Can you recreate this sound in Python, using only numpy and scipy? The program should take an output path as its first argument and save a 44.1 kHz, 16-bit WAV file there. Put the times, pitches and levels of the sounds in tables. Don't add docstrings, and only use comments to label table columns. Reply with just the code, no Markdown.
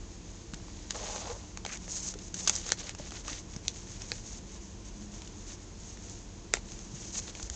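import sys
import numpy as np
from scipy import signal
from scipy.fft import rfft, irfft
from scipy.io import wavfile

SR = 44100
rng = np.random.default_rng(int(sys.argv[2]) if len(sys.argv) > 2 else 0)


def master(y):
    cut = np.clip(np.atleast_2d(y).T, -1, 1)
    pcm = np.round(cut * 32767)
    wavfile.write(sys.argv[1], SR, pcm.astype(np.int16))


N = 332955


def from_db(db):
    return 10 ** (np.asarray(db) / 20)


def unit_rms(x):
    return x / np.sqrt(np.mean(x ** 2) + 1e-20)


def automation(rows):
    times, *columns = np.transpose(rows)
    return [np.interp(np.arange(N) / SR, times, column) for column in columns]


def drift(rate_hz):
    hop, settle = 40, 2000
    pole = np.exp(-2 * np.pi * rate_hz * hop / SR)
    noise = rng.standard_normal(N // hop + settle + 2)
    slow = signal.lfilter([1], [1, -2 * pole, pole * pole], noise)[settle:]
    return np.interp(np.arange(N) / hop, np.arange(len(slow)), unit_rms(slow))


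def equalise(x, spectrum):
    hz, db = np.transpose(spectrum)
    octave = np.log2(np.maximum(np.fft.rfftfreq(len(x), 1 / SR), 1))
    beyond = np.abs(octave - np.clip(octave, np.log2(hz[0]), np.log2(hz[-1])))
    gain = from_db(np.interp(octave, np.log2(hz), db) - 20 * beyond)
    return unit_rms(irfft(rfft(x) * gain, len(x)))


def place(out, start_s, sound):
    i = int(start_s * SR)
    out[i:i + len(sound)] += sound[:N - i]


def microphone(x, ring_hz=6570, width_hz=1160, ring_gain=1.54, top_hz=7440):
    port = signal.lfilter(*signal.iirpeak(ring_hz, ring_hz / width_hz, fs=SR), x)
    return signal.sosfilt(signal.butter(9, top_hz, fs=SR, output="sos"), x + ring_gain * port)


def wavering_tone(hz):
    phase = 2 * np.pi * np.cumsum(hz + drift(5.75)) / SR
    return unit_rms(np.sin(phase) * from_db(2 * drift(3.6)))


# (frequency [Hz], relative level [dB])
RUMBLE_EQ = [(22, -13), (30, 0), (42, 0.5), (60, -1), (85, -6), (118, -6), (145, -12.5), (200, -9),
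             (260, -15), (320, -11), (450, -19), (700, -25), (1000, -23.5), (1500, -45)]
MIC_HISS_EQ = [(700, -6.5), (1300, -1), (3000, -2), (5000, -2), (7000, -2), (8500, -5)]
# (frequency [Hz], rms level [dB])
HUM_PARTIALS = [(41, -56), (86, -58.5), (99, -62), (172, -63), (221, -63.5), (299, -64.5), (342, -65.5),
                (458, -68.5), (684, -72)]
# (time [s], pitch [Hz], rms level [dB])
UPPER_DRONE = [(0, 190, -68), (1.0, 190, -56), (1.5, 189, -60), (2.0, 187, -54), (2.8, 186, -55),
               (3.3, 184, -65), (4.1, 186, -60), (4.6, 198, -55), (5.1, 206, -52.5), (5.5, 207, -64),
               (5.8, 190, -67), (6.4, 192, -57), (6.9, 195, -55), (7.55, 192, -61)]
LOWER_DRONE = [(3.45, 102, -85), (3.6, 102, -51), (3.9, 104, -54), (4.25, 108, -59), (4.5, 108, -85)]


def room_tone():
    rumble = from_db(-47.5) * equalise(rng.standard_normal(N), RUMBLE_EQ)
    hiss = from_db(-58.0) * equalise(rng.standard_normal(N), MIC_HISS_EQ)
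    hum = sum(from_db(db) * wavering_tone(hz) for hz, db in HUM_PARTIALS)
    drones = sum(from_db(db) * wavering_tone(hz) for hz, db in map(automation, (UPPER_DRONE, LOWER_DRONE)))
    return rumble + hiss + hum + drones


def reflections(x, t60_s=0.11, predelay_s=0.002):
    t = np.arange(SR // 3) / SR
    tail = rng.standard_normal(len(t)) * from_db(-60 * t / t60_s) * (t > predelay_s)
    return signal.fftconvolve(x, tail / np.linalg.norm(tail))[:N]


# (time [s], level [dB], pitch [Hz], decay [s])
BUMP_CUES = [(0.534, -29, 172, 0.0072), (1.296, -37, 478, 0.019), (2.155, -34.5, 417, 0.0061),
             (2.718, -38, 126, 0.018), (2.998, -32, 594, 0.0039), (3.004, -29.5, 167, 0.0043),
             (3.281, -35, 1240, 0.0051), (3.312, -42, 280, 0.013), (3.564, -26, 151, 0.0044),
             (6.937, -32.5, 147, 0.012), (7.283, -44, 520, .006), (7.431, -36, 52.7, 0.058),
             (7.5, -28.5, 63, 0.015)]


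def cover_bumps(attack_s=0.0006):
    out, t = np.zeros(N), np.arange(SR // 4) / SR
    for start, db, hz, decay in BUMP_CUES:
        envelope = np.exp(-t / decay) * (1 - np.exp(-t / attack_s))
        place(out, start, from_db(db) * np.sin(2 * np.pi * hz * t) * envelope)
    return out


# (frequency [Hz], level [dB], decay [s])
COVER_MODES = [(420, -35.5, 0.0061), (690, -35, 0.0064), (1380, -27, 0.0021), (2110, -19.5, 0.0013),
               (4300, -25, .0008), (7500, -14, 0.00087)]
# (time [s], gain [dB], pitch [ratio])
TAP_CUES = [(6.5378, 4, 0.997), (4.118, -7.5, 1.196)]


def cover_taps():
    out, t = np.zeros(N), np.arange(SR // 10) / SR
    for start, gain_db, pitch in TAP_CUES:
        for k, (hz, db, decay) in enumerate(COVER_MODES):
            mode = np.sin(2 * np.pi * pitch * hz * t) * np.exp(-t / decay)
            place(out, start, (-1) ** k * from_db(gain_db + db) * mode)
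    return out


def friction(spectrum, slips_per_s, spread_db, smooth, flutter_db):
    sizes = from_db(spread_db * np.minimum(rng.exponential(1, N), 3.2)) * rng.choice([-1, 1], N)
    slips = unit_rms(sizes * (rng.random(N) < slips_per_s / SR))
    pressure_db = 2 * flutter_db * np.tanh(drift(40) / 2)
    rub = equalise(slips + smooth * rng.standard_normal(N), spectrum) * from_db(pressure_db)
    return rub / np.std(microphone(rub))


def stroke(start, end, crest_share):
    crest = start + np.clip(crest_share, .05, .95) * (end - start)
    speed = np.sin(np.pi / 2 * np.interp(np.arange(N) / SR, [start, crest, end], [0, 1, 0]))
    return speed ** 0.67


# (start [s], end [s], crest [share of stroke], level [dB])
CREAK_CUES = [(1.66, 1.779, .65, -47.5), (2.873, 2.905, .5, -49.5), (3.135, 3.178, .4, -52),
              (3.27, 3.33, .2, -49.5)]
# (frequency [Hz], relative level [dB])
CREAK_EQ = [(900, -16), (1350, -1.5), (1800, -2.5), (2400, 0.5), (3300, -13)]


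def leather_creaks():
    gain = sum(from_db(db) * stroke(start, end, crest) for start, end, crest, db in CREAK_CUES)
    return gain * friction(CREAK_EQ, slips_per_s=450, spread_db=3.0, smooth=0.4, flutter_db=2.0)


# (time [s], band level [dB], tilt [dB/octave], decay [ms], ring [Hz])
SNAP_CUES = [(0.536, -44.5, 2.5, 1.6, 1600), (0.5425, -47.5, 4.5, 2.4, 2400), (0.6824, -58, -3, 1.1, 3500),
             (0.9069, -35.5, 4.5, 1.4, 3400), (0.946, -50.5, -3.5, 1.6, 1050),
             (0.955, -48.5, -2, 1.6, 1950), (1.075, -48, -2.5, 1.3, 3830), (1.573, -42.5, 2, 1.3, 1830),
             (1.65, -40.5, -1.1, 2, 1300), (1.6622, -39, -0.1, 1.4, 2400), (1.772, -52, 7, 2.0, 1900),
             (1.879, -51, -2, 2.4, 1800), (2.139, -47.5, 1.5, 2.2, 5700), (2.1878, -53.5, 6, 3.1, 3950),
             (2.342, -41.5, 6, 4.6, 6500), (2.4743, -31, 4.5, 1.2, 4580), (2.476, -29.5, 6, 2.8, 5700),
             (2.481, -36, 6, 2.5, 2620), (2.4952, -31, 5.5, 1.3, 6240), (2.497, -37.5, 1, 2.5, 2630),
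             (2.553, -47.5, 12, 2.9, 6000), (2.562, -43, 8, 2, 6400), (2.6647, -45.5, 1, 1.5, 5650),
             (2.691, -40, 2, 1.3, 4270), (2.7028, -45, 1, .8, 3780), (2.7198, -28, 2.1, 0.73, 5040),
             (2.8933, -42.5, 2, 0.97, 2300), (2.949, -47.5, 1.5, 1.8, 5600), (3.107, -50.5, 1, 1.2, 3750),
             (3.12, -48.5, -1, 1.4, 4780), (3.28, -41.5, 1, 1.7, 1290), (3.5626, -47, 3.5, 2.5, 5680),
             (3.6812, -34, 4, 0.71, 4600), (4.0189, -51, 6, 1.3, 6440), (4.1178, -37, 1.2, 0.47, 3700),
             (5.219, -49, 2, 2, 5660), (5.2744, -55, 6, 2.7, 2960), (5.972, -53.5, 1.5, 1.5, 1900),
             (6.097, -57.5, 7, .8, 6400), (6.538, -31, 1.5, 0.95, 4740), (6.553, -44, 2, 1.7, 2350),
             (6.57, -48, -3, 2.1, 2240), (6.7192, -51.5, 3.5, 2.5, 4720), (6.7901, -54, 4.5, 1.2, 5660),
             (7.3511, -48, 1.5, 2.1, 2180), (7.3973, -51.5, -0.5, 2.0, 3710), (7.4275, -50, 10, 2.1, 5100),
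             (7.499, -43, 5, 0.83, 5670)]
SNAP_BANDS = [300, 1200, 3000, 5500, 9000]


def crease_snaps(pivot_hz=3000, ring_mix=0.97, ring_q=4.3, lift_octaves=0.37):
    out, t = np.zeros(N), np.arange(SR // 50) / SR
    centres = np.sqrt(np.multiply(SNAP_BANDS[:-1], SNAP_BANDS[1:]))
    jerk = 2.57 * signal.unit_impulse(len(t), SR // 2000)
    for start, level_db, tilt_db, decay_ms, ring_hz in SNAP_CUES:
        near_ring = np.exp(-(np.log2(centres / ring_hz) / lift_octaves) ** 2)
        lift_db = 4.5 * near_ring / max(decay_ms, .5)
        bands_db = level_db + tilt_db * np.log2(centres / pivot_hz) + lift_db
        crumple = rng.standard_normal((len(centres), len(t))) * np.exp(-t * 1000 / decay_ms)
        force = crumple + jerk
        sheet = force + ring_mix * signal.lfilter(*signal.iirpeak(ring_hz, ring_q, fs=SR), force)
        for db, motion, low, high in zip(bands_db, sheet, SNAP_BANDS, SNAP_BANDS[1:]):
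            snap = signal.sosfilt(signal.butter(2, [low, high], "band", fs=SR, output="sos"), motion)
            rms_over_5ms = np.linalg.norm(microphone(snap)) / np.sqrt(0.005 * SR)
            place(out, start, from_db(db) * snap / rms_over_5ms)
    return out


# (time [s], leather level [dB], paper level [dB])
POCKET_DRAG = [(0.9, -68, -50), (0.94, -57, -53), (0.95, -46, -44.5), (1.09, -46, -44),
               (1.12, -45.5, -40.5), (1.165, -42.5, -40), (1.25, -48.5, -47), (1.31, -39.5, -44),
               (1.335, -51.5, -49), (1.52, -73, -62.5)]


def pocket_envelopes():
    t = np.arange(N) / SR
    return from_db(automation(POCKET_DRAG)) * (t > POCKET_DRAG[0][0]) * (t < POCKET_DRAG[-1][0])


# (start [s], end [s], crest [share of stroke], hiss [dB], rasp [dB])
PAPER_STROKES = [(0.08, 0.164, .5, -58, -66), (0.22, 0.48, 0.38, -59.5, -63.5),
                 (0.488, 0.93, 1, -58, -59.5), (1.665, 1.72, 0.76, -50, -54),
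                 (1.71, 1.774, 0.37, -42, -46.5), (1.79, 1.90, .5, -52, -61.5),
                 (1.881, 2.03, 0.48, -36.5, -51), (2.01, 2.129, 0.48, -37.5, -50),
                 (2.173, 2.29, 0.98, -49, -59.5), (2.338, 2.497, 0.42, -40.5, -49.5),
                 (2.459, 2.535, .25, -40, -43.5), (2.52, 2.63, 0.27, -39, -48),
                 (2.614, 2.718, 0.8, -44, -48), (2.712, 2.738, 0.36, -39, -41.5),
                 (2.767, 2.822, 0.76, -45, -47.5), (2.816, 2.93, 0.36, -49, -49),
                 (2.98, 3.048, 0.2, -50, -52), (3.039, 3.105, 0.4, -48.5, -51.5),
                 (3.11, 3.23, 0.4, -48, -49.5), (3.236, 3.424, 0.33, -43, -47.5),
                 (3.48, 3.607, 0.41, -53.5, -58.5), (3.617, 3.72, 0.94, -51.5, -56),
                 (3.722, 3.87, 0.3, -50, -58), (3.854, 4.005, 0.48, -49.5, -56.5),
                 (3.99, 4.072, 0.58, -49, -52.5), (4.043, 4.216, 0.57, -48.5, -55),
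                 (4.2, 4.41, .55, -48.5, -57), (4.453, 4.59, 0.74, -53.5, -59), (4.6, 4.76, .2, -57, -71),
                 (4.826, 4.905, .75, -54.5, -61), (4.934, 5.086, 0.49, -56.5, -65),
                 (5.107, 5.3, 0.19, -53, -57), (5.28, 5.47, 0.79, -56, -63),
                 (5.461, 5.567, 0.17, -46.5, -54), (5.586, 5.66, .4, -58, -66),
                 (5.766, 5.968, .6, -51, -64), (5.977, 6.255, .45, -52, -60),
                 (6.53, 6.598, .12, -46, -48.5), (6.645, 6.92, 0.25, -51.5, -57.5),
                 (6.888, 7.14, 0.6, -47, -55.5), (7.119, 7.202, 1, -36, -46.5), (7.198, 7.28, .4, -48, -58),
                 (7.259, 7.315, .5, -45.5, -49), (7.314, 7.486, 0.86, -48, -53.5),
                 (7.497, 7.57, .6, -47.5, -55)]


def paper_envelopes():
    power = sum((from_db(levels_db)[:, None] * stroke(start, end, crest)) ** 2
                for start, end, crest, *levels_db in PAPER_STROKES)
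    return np.sqrt(power)


# (frequency [Hz], relative level [dB])
SCRAPE_EQ = [(250, -25), (380, -9), (460, -1), (650, 0), (800, -4), (1000, -4), (1300, -12), (2200, -28)]
RASP_EQ = [(700, -19.5), (1200, -3), (1900, 1), (2800, 1), (4000, 2.5), (5000, 0), (6500, -16)]
HISS_EQ = [(2500, -25), (3800, -12.5), (5000, -5), (6000, 0), (7200, -1), (8500, -4.5)]
CRINKLE_EQ = [(1200, -12.5), (2500, -4.5), (4500, 3), (8000, -1.5)]


def sliding():
    glide, press = paper_envelopes()
    skin, sheets = pocket_envelopes()
    scrape = friction(SCRAPE_EQ, slips_per_s=570, spread_db=0.0, smooth=0.7, flutter_db=2.5)
    rasp = friction(RASP_EQ, slips_per_s=600, spread_db=6.0, smooth=1.0, flutter_db=2.8)
    hiss = friction(HISS_EQ, slips_per_s=1900, spread_db=3.0, smooth=0.61, flutter_db=1.9)
    crinkle = friction(CRINKLE_EQ, slips_per_s=80, spread_db=1.5, smooth=0.1, flutter_db=-1.5)
    return (scrape * (from_db(-7.5) * press + skin)
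            + rasp * (press + from_db(-5) * sheets)
            + hiss * (glide + from_db(-1.1) * sheets)
            + crinkle * from_db(-15.5) * (glide + sheets))


def scene():
    handling = sliding() + leather_creaks() + crease_snaps() + cover_taps() + cover_bumps()
    reverb = from_db(-14) * reflections(handling)
    return (handling + reverb + room_tone())[None]


def record(dry, stopband_hz=9950):
    return signal.sosfilt(signal.cheby2(12, 60, stopband_hz, fs=SR, output="sos"), microphone(dry))


dry = scene()
out = record(dry)
master(out)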